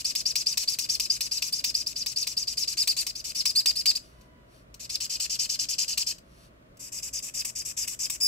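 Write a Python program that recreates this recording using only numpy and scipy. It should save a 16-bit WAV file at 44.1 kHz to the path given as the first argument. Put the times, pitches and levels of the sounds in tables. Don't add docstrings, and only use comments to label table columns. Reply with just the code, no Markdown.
import sys
import numpy as np
from scipy import signal
from scipy.fft import rfft, irfft
from scipy.io import wavfile
from scipy.ndimage import uniform_filter1d

SR = 44100
rng = np.random.default_rng(int(sys.argv[2]) if len(sys.argv) > 2 else 0)


def store_pcm(level_fs):
    pcm = np.round(np.clip(level_fs, -1, 1) * 32767).astype(np.int16)
    wavfile.write(sys.argv[1], SR, np.atleast_2d(pcm).T)


N = 364707
TIME = np.arange(N) / SR

# [dB per Hz, relative]
ROOM_SPECTRUM = [(20, -19), (45, -1), (56, 3.5), (90, -10.5), (130, -4.5), (300, -8.5), (450, -13),
                 (630, -7.5), (800, -23), (1100, -15), (2000, -21.5), (6000, -36.5), (15000, -43.5)]
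# pitch_hz, likeness [-1 opposed to 1 identical]
EAR_LIKENESS = [(30, 0.96), (120, 0.91), (250, 0.74), (500, -0.058), (1200, -0.69), (15000, -0.11)]
# pitch_hz, level_db
HUM_TONES = [(58.5, -67), (120.5, -65.5)]
# pitch_hz, gain_db
LEFT_EAR = [(1000, 3.5), (2300, 3), (4000, -0.5), (5000, 2.5), (6100, 3.0), (7000, -3.0),
            (8300, 2.0), (10500, 5.0), (15000, -4.0)]
RIGHT_EAR = [(1000, 2.5), (2300, 2.5), (4000, 4.5), (5000, -5.0), (6100, 1.0), (7000, -6.5),
             (8300, -2.5), (10500, 2.5), (15000, -3.5)]
# multiple [of its base pitch], level_db
WHINE_OVERTONES = [(2, 0), (3, -9), (4, -7), (6, -10)]
# start_s, loudest_s, end_s, level_db; a row ending before it starts stays silent
HAND_SLIDES = [(4.0, 4.037, 4.18, -63), (4.117, 4.22, 4.3, -69.5), (4.47, 4.56, 4.65, -65),
               (6.14, 6.227, 5.8, -65), (6.216, 6.45, 6.5, -63.5)]
# [dB per Hz, relative]
SKIN_SPECTRUM = [(710, -43), (1200, -1), (1360, -5), (1610, -19.5), (2010, -11.5), (2790, -3.5), (4640, 1),
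                 (15000, -11.5)]
# start_s, level_db
NIB_LANDINGS = [(0.1514, -19.5), (0.3557, -17.5), (0.5731, -15), (0.7868, -19), (0.9981, -17), (1.207, -19),
                (1.4217, -17.5), (1.6414, -16), (2.0612, -20.5), (2.2704, -19.5), (2.8741, -15),
                (3.0663, -20), (3.455, -15), (3.6582, -14), (3.8574, -15), (4.2113, -51.5), (4.7418, -37),
                (5.004, -29.5), (5.1996, -28), (5.976, -18), (6.1818, -44), (6.7705, -48.5), (7.449, -21.5),
                (7.877, -22.5), (8.099, -20.5)]
# [dB per Hz, relative]
LANDING_SPECTRUM = [(400, -39.5), (1050, -19), (1500, -26.5), (2400, -1), (3600, 4), (5000, 3), (8300, 4),
                    (10000, -7.5), (15000, 1.5)]
# [dB per Hz, relative]
KNOCK_SPECTRUM = [(650, -32.5), (1100, 7), (1500, -18.5), (1900, 7), (2400, 14.0), (4500, -17), (12000, -30.0)]
# start_s, end_s, rasp_db, squeak_db, growth_db [of the squeak from start to end]
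PEN_STROKES = [(-0.04, 0.023, -35.5, -38.5, -2), (0.044, 0.126, -33, -29, -12),
               (0.151, 0.224, -33.5, -32, -14), (0.253, 0.328, -35, -27.5, -12.5),
               (0.354, 0.433, -33.5, -30, -10), (0.459, 0.547, -34, -28.5, -13),
               (0.571, 0.649, -31, -33.0, -8), (0.674, 0.759, -34.5, -27.5, -14),
               (0.786, 0.866, -35, -33, -12), (0.888, 0.972, -33.5, -27.5, -9.5),
               (0.998, 1.074, -35, -31.5, -7), (1.097, 1.18, -34.5, -26.5, -23),
               (1.207, 1.283, -35, -32.5, -14), (1.31, 1.4, -33.5, -31.5, -6),
               (1.419, 1.504, -35, -33.5, -15), (1.522, 1.616, -36.5, -30, -15),
               (1.638, 1.717, -33.5, -31, -11), (1.741, 1.832, -35.5, -28.5, -15),
               (1.861, 1.934, -38.5, -34, -26), (1.955, 2.042, -38.5, -32.5, -1.5),
               (2.059, 2.14, -37, -32.5, -22), (2.159, 2.251, -37.5, -28.5, -3.5),
               (2.266, 2.343, -37.0, -35, -16), (2.366, 2.448, -37.5, -30, -13),
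               (2.471, 2.547, -35.5, -32.5, -15), (2.569, 2.653, -34, -29, 3),
               (2.673, 2.745, -33, -33, -14), (2.769, 2.846, -30.5, -25.0, 1),
               (2.873, 2.934, -31, -25, -12), (2.965, 3.036, -29.5, -29, -11),
               (3.064, 3.116, -37.5, -34.5, 1), (3.151, 3.218, -42.5, -38.5, -7),
               (3.241, 3.324, -35.0, -39.5, 0), (3.347, 3.427, -33.5, -29.5, 9),
               (3.453, 3.522, -34, -26.5, -14), (3.551, 3.62, -31.5, -21.0, -7), (3.66, 3.72, -29, -23, -5),
               (3.754, 3.826, -35, -28.5, -5), (3.856, 3.923, -28, -21.5, -1),
               (3.951, 3.982, -33, -26.5, -28), (4.795, 4.867, -40.5, -47, 11),
               (4.893, 4.972, -37, -32.5, 7.5), (5.002, 5.069, -35.5, -35, -4),
               (5.094, 5.174, -35, -35, -1), (5.197, 5.267, -32, -32.5, -6), (5.295, 5.369, -35, -33, -6),
               (5.389, 5.467, -33.5, -30.5, -14), (5.49, 5.566, -34.5, -32, -9),
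               (5.589, 5.659, -35, -31, -15), (5.685, 5.755, -35, -31.5, -9), (5.781, 5.851, -31, -30, -12),
               (5.877, 5.948, -34, -33.0, -6), (5.973, 6.036, -30.5, -31.5, 2),
               (6.064, 6.129, -33.5, -32, -10), (6.793, 6.896, -41.5, -48, 2),
               (6.919, 7.006, -36.5, -41.5, 9), (7.023, 7.096, -35.5, -42, -14),
               (7.128, 7.205, -40, -32.5, -1), (7.223, 7.302, -35.5, -46.0, -22),
               (7.338, 7.428, -34.5, -33.0, 11), (7.446, 7.51, -35.0, -42, -11),
               (7.551, 7.629, -37, -35.5, -1), (7.649, 7.726, -35, -44, -13),
               (7.766, 7.858, -33.5, -32.5, -3), (7.872, 7.952, -35, -45.5, -17),
               (7.99, 8.075, -33, -32, 6), (8.097, 8.167, -34.5, -47, -12), (8.201, 8.31, -32, -23, -3)]
# start_s, entry_speed [share of full speed], loss_db [most squeak lost off the nib's resonance]
SQUARE_SETTINGS = [(-1, .75, 12), (5, 0.89, 2), (6.5, 0.97, 3.5)]
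# time_s, grip [0-1]
NIB_GRIP = [(0, .2), (2.7, .22), (2.81, .8), (3.0, 0.99), (3.18, .1), (3.3, .1), (3.58, .88), (3.79, .7),
            (3.95, .9), (4.7, .04), (8.13, 0.08), (8.25, .75)]
# [dB per Hz, relative]
FELT_SPECTRUM = [(500, -33), (1100, -18), (1550, -31), (1900, -13.5), (2350, -6.5), (3400, -2.5), (4400, 1),
                 (5200, 2.5), (6200, 3.5), (7300, 9), (8500, 0), (9700, -9.5), (11800, -2.5), (15000, -14)]
# [dB per Hz, relative]
DRAG_SPECTRUM = [(500, -30), (1500, -16), (2800, 0), (4500, -6), (14000, -16)]
# pitch_hz, gain_db [relative]
BODY_RESONANCE = [(800, -28.5), (2400, -6), (3600, -6), (4400, -18), (5000, -0.5), (5450, -14),
                  (6500, -5.5), (8600, -7.5), (10000, -11), (15000, -9)]
# pitch_hz, gain_db
HAND_SHADES = [[(2000, -4), (2900, -5.5), (3350, -9), (4000, -2.5), (4800, -2), (6000, -2), (7800, -0.5),
                (9500, -8), (13000, -3.5)], [(1500, -2.5), (2250, -6), (3000, -1.5), (3600, -10), (4200, 0),
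                                     (4800, 0.5), (6000, -2.5), (7900, 2.5), (9500, -9), (13000, -2.5)], [(1900, -2.5), (2750, -6), (3300, -12.5),
                                                           (3750, -12), (4400, -16), (4900, -2),
                                                           (6000, -2.5), (7900, 3), (9500, -6.5),
                                                           (13000, -1.5)]]

FASTEST_AT, TURN_SPEED, BRAKING_POWER = .38, .31, 3.0
CAUGHT_SPEED, SPRING_S = .46, .011
SLIP_HZ, GRIP_FALL_HZ, LOCKING = 6063, 1229, .4
NIB_HZ, NIB_WIDTH_HZ, SWELL = 4610, 990, .8
PRESS, RELEASE, RASP_EASING_DB = .13, .21, 3.5
WHINE_START_S, WHINE_END_S, WHINE_ATTACK_S, WHINE_RELEASE_S = 4.11, 4.56, .04, .14
WHINE_HZ, WHINE_SAG_HZ_PER_S = 500, 25
WHINE_DB = -71


def from_db(db):
    return 10 ** (np.asarray(db) / 20)


def rms_one(x):
    return x / np.sqrt(np.mean(x ** 2) + 1e-20)


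def at_hz(points, hz):
    known_hz, values = np.transpose(points)
    return np.interp(np.log(np.maximum(hz, 1)), np.log(np.maximum(known_hz, 1)), values)


def colour(x, spectrum, size=2048):
    gain = from_db(at_hz(spectrum, np.fft.rfftfreq(size, 1 / SR)))
    cepstrum = irfft(np.log(gain))
    cepstrum[1:size // 2] *= 2
    cepstrum[size // 2 + 1:] = 0
    response = irfft(np.exp(rfft(cepstrum)))
    return signal.oaconvolve(np.atleast_2d(x), response[None], axes=1)[:, :N]


def drift(rate_hz):
    r = np.exp(-2 * np.pi * rate_hz / SR)
    wander = signal.lfilter([1], [1, -2 * r, r * r], rng.standard_normal(N + SR))
    return rms_one(wander[SR:])


def smooth(x, seconds):
    return uniform_filter1d(x, max(1, int(seconds * SR)))


def room_noise(air_db=-55.0, hum_waver_db=0.5):
    hz = np.fft.rfftfreq(N, 1 / SR)
    alike = np.clip(at_hz(EAR_LIKENESS, hz), -1, 1)
    mid, side = rfft(rng.standard_normal((2, N))) * from_db(at_hz(ROOM_SPECTRUM, hz))
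    air = irfft(np.sqrt(1 + alike) * mid + np.sqrt(1 - alike) * side * [[1], [-1]], N)
    hum = np.zeros(N)
    for pitch_hz, level_db in HUM_TONES:
        gain = from_db(level_db + hum_waver_db * drift(4.5))
        hum += gain * np.sqrt(2) * np.sin(2 * np.pi * pitch_hz * TIME + 0.46 * drift(1.8))
    return from_db(air_db) * rms_one(air) + hum


def echoes(x, first_s, t60):
    age = TIME[:SR // 2] - first_s
    decay = from_db(-60 * np.clip(age / t60, 0, 3))
    response = rng.standard_normal((2, len(age))) * (age > 0) * decay
    response /= np.sqrt(np.sum(response ** 2, axis=1, keepdims=True))
    return signal.oaconvolve(np.broadcast_to(x, (2, N)), response, axes=1)[:, :N]


def over_desk(x, near_db=0.5, desk_db=-2, room_db=-9.5):
    left = colour(x[0], LEFT_EAR)
    right = colour(np.roll(x[1], 1), RIGHT_EAR)
    direct = np.vstack([left, right])
    desk = from_db(desk_db) * echoes(direct, first_s=.0003, t60=.014)
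    room = from_db(room_db) * echoes(direct, first_s=.0048, t60=.18)
    return from_db(near_db) * (direct + desk) + room


def whine(waver=0.0074):
    age = TIME - WHINE_START_S
    pitch = (WHINE_HZ - WHINE_SAG_HZ_PER_S * age) * (1 + waver * drift(40))
    phase = 2 * np.pi * np.cumsum(pitch) / SR
    tone = sum(from_db(level_db) * np.sin(k * phase) for k, level_db in WHINE_OVERTONES)
    attack = np.clip(age / WHINE_ATTACK_S, 0, 1)
    release = np.clip((WHINE_END_S - TIME) / WHINE_RELEASE_S, 0, 1)
    return from_db(WHINE_DB) * attack * release * np.sqrt(2) * tone


def hand_slides(slide_db=0.5):
    gain = np.zeros(N)
    for start, loudest, end, level_db in HAND_SLIDES:
        gain += np.interp(TIME, [start, loudest, end], [0, from_db(level_db), 0])
    return gain * from_db(slide_db) * rms_one(colour(rng.standard_normal(N), SKIN_SPECTRUM))


def fibres(per_s, spread_db, bed):
    sizes = from_db(spread_db * np.minimum(rng.exponential(1, N), 4)) * rng.choice([-1, 1], N)
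    snaps = rms_one(sizes * (rng.random(N) < per_s / SR))
    return rms_one(snaps + bed * rng.standard_normal(N))


def taps(chatter_s=0.0048, decay_s=0.0049, tap_db=-4.0, knock_db=-24.5):
    gain = np.zeros(N)
    for start, level_db in NIB_LANDINGS:
        age = TIME - start
        gain += from_db(level_db) * (age >= 0) * np.exp(-np.clip((age - chatter_s) / decay_s, 0, 30))
    bright = rms_one(colour(fibres(per_s=7400, spread_db=1.5, bed=.9), LANDING_SPECTRUM))
    dull = rms_one(colour(rng.standard_normal(N), KNOCK_SPECTRUM))
    return gain * (from_db(tap_db) * bright + from_db(knock_db) * dull)


def square_at(s):
    return np.searchsorted([row[0] for row in SQUARE_SETTINGS[1:]], s)


def stroke_speed(age, share, entry, caught):
    rising = np.clip(share / FASTEST_AT, 0, 1)
    if caught:
        lag = (1 - CAUGHT_SPEED) * np.exp(-age / SPRING_S * (1 + rising))
    else:
        lag = (1 - entry) * np.cos(np.pi / 2 * rising) ** 2
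    braking = np.clip((share - FASTEST_AT) / (1 - FASTEST_AT), 0, 1) ** BRAKING_POWER
    return np.clip((1 - lag) * (1 - (1 - TURN_SPEED) * braking), .01, 1)


def hand():
    speed, rasp, squeak, pitch, grip = np.zeros((5, N))
    for start, end, rasp_db, squeak_db, growth_db in PEN_STROKES:
        span = slice(*np.searchsorted(TIME, [start, end]))
        age = TIME[span] - start
        share = age / (end - start)
        _, entry, loss_db = SQUARE_SETTINGS[square_at(start)]
        caught = any(abs(s - start) < .01 for s, _ in NIB_LANDINGS)
        hold = np.clip(np.interp((start + end) / 2, *np.transpose(NIB_GRIP)), 0, .98)
        grip[span] = hold
        speed[span] = stroke_speed(age, share, entry, caught)
        pitch[span] = (SLIP_HZ - GRIP_FALL_HZ * hold) * speed[span] ** (1 - LOCKING * hold)
        contact = np.clip(share / PRESS, 0, 1) * np.clip((1 - share) / RELEASE, 0, 1)
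        rasp_shape = contact ** 0.39 * from_db(-RASP_EASING_DB * share)
        rasp[span] = from_db(rasp_db) * rms_one(rasp_shape)
        detuned = 1 - np.exp(-((pitch[span] - NIB_HZ) / NIB_WIDTH_HZ) ** 2)
        swell = np.abs(np.sin(np.pi * share)) ** (SWELL * hold)
        squeak_shape = contact * swell * from_db(growth_db * share - loss_db * detuned)
        squeak[span] = from_db(squeak_db) * rms_one(squeak_shape)
    return speed, rasp, squeak, pitch, grip


def nib_rasp(gain, speed, rasp_db=-1.5, drag_db=-5.0, tooth_db=1.17, own=0.81):
    shared, left, right = [fibres(per_s=3500, spread_db=2.5, bed=0.66) for _ in range(3)]
    grain = np.sqrt(1 - own) * shared + np.sqrt(own) * np.array([left, right])
    fine = rms_one(colour(grain, FELT_SPECTRUM))
    coarse = rms_one(colour(fibres(per_s=1200, spread_db=2.5, bed=0.4), DRAG_SPECTRUM))
    tooth = from_db(tooth_db * drift(350))
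    drag = from_db(drag_db) * 2 * (1 - speed) * coarse
    return gain * tooth * (from_db(rasp_db) * fine + drag)


def nib_squeak(gain, speed, pitch, grip, scatter=0.12, loose_scatter=.14, octave_db=-17.0,
               grip_octave_db=7.5, flutter_db=1.5, squeak_db=0.5):
    stall = np.clip((.7 - speed) / .2, 0, 1)
    unrest = (1 - grip) * (0.145 + speed ** 5) * scatter
    unrest = unrest + loose_scatter * np.exp(-20 * grip) + .16 * stall
    waver = .026 * drift(130) + .018 * grip * drift(30)
    phase = 2 * np.pi * np.cumsum(pitch * (1 + unrest * drift(1500) + waver)) / SR
    edge = from_db(grip_octave_db * grip + 5.1 * drift(45))
    octave = from_db(octave_db) * np.sin(2 * phase)
    third = from_db(-20) * np.sin(3 * phase)
    slips = np.sin(phase) + edge * (octave + third)
    rung = colour(slips * (pitch > 0), BODY_RESONANCE)[0]
    even = rung / np.sqrt(np.abs(smooth(rung ** 2, 0.016)) + 0.0069)
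    fading = from_db(-4 * stall)
    return gain * even * fading * from_db(squeak_db + flutter_db * drift(160))


def scene():
    speed, rasp_gain, squeak_gain, pitch, grip = hand()
    pen = nib_rasp(rasp_gain, speed) + nib_squeak(squeak_gain, speed, pitch, grip) + taps()
    square = square_at(TIME)
    shaded = sum(colour(pen * (square == k), shade) for k, shade in enumerate(HAND_SHADES))
    return over_desk(shaded + hand_slides()) + whine() + room_noise()


def record(dry):
    low_pass = signal.ellip(10, .3, 70, 15600, fs=SR, output="sos")
    return signal.sosfilt(low_pass, dry)


dry = scene()
out = record(dry)
store_pcm(out)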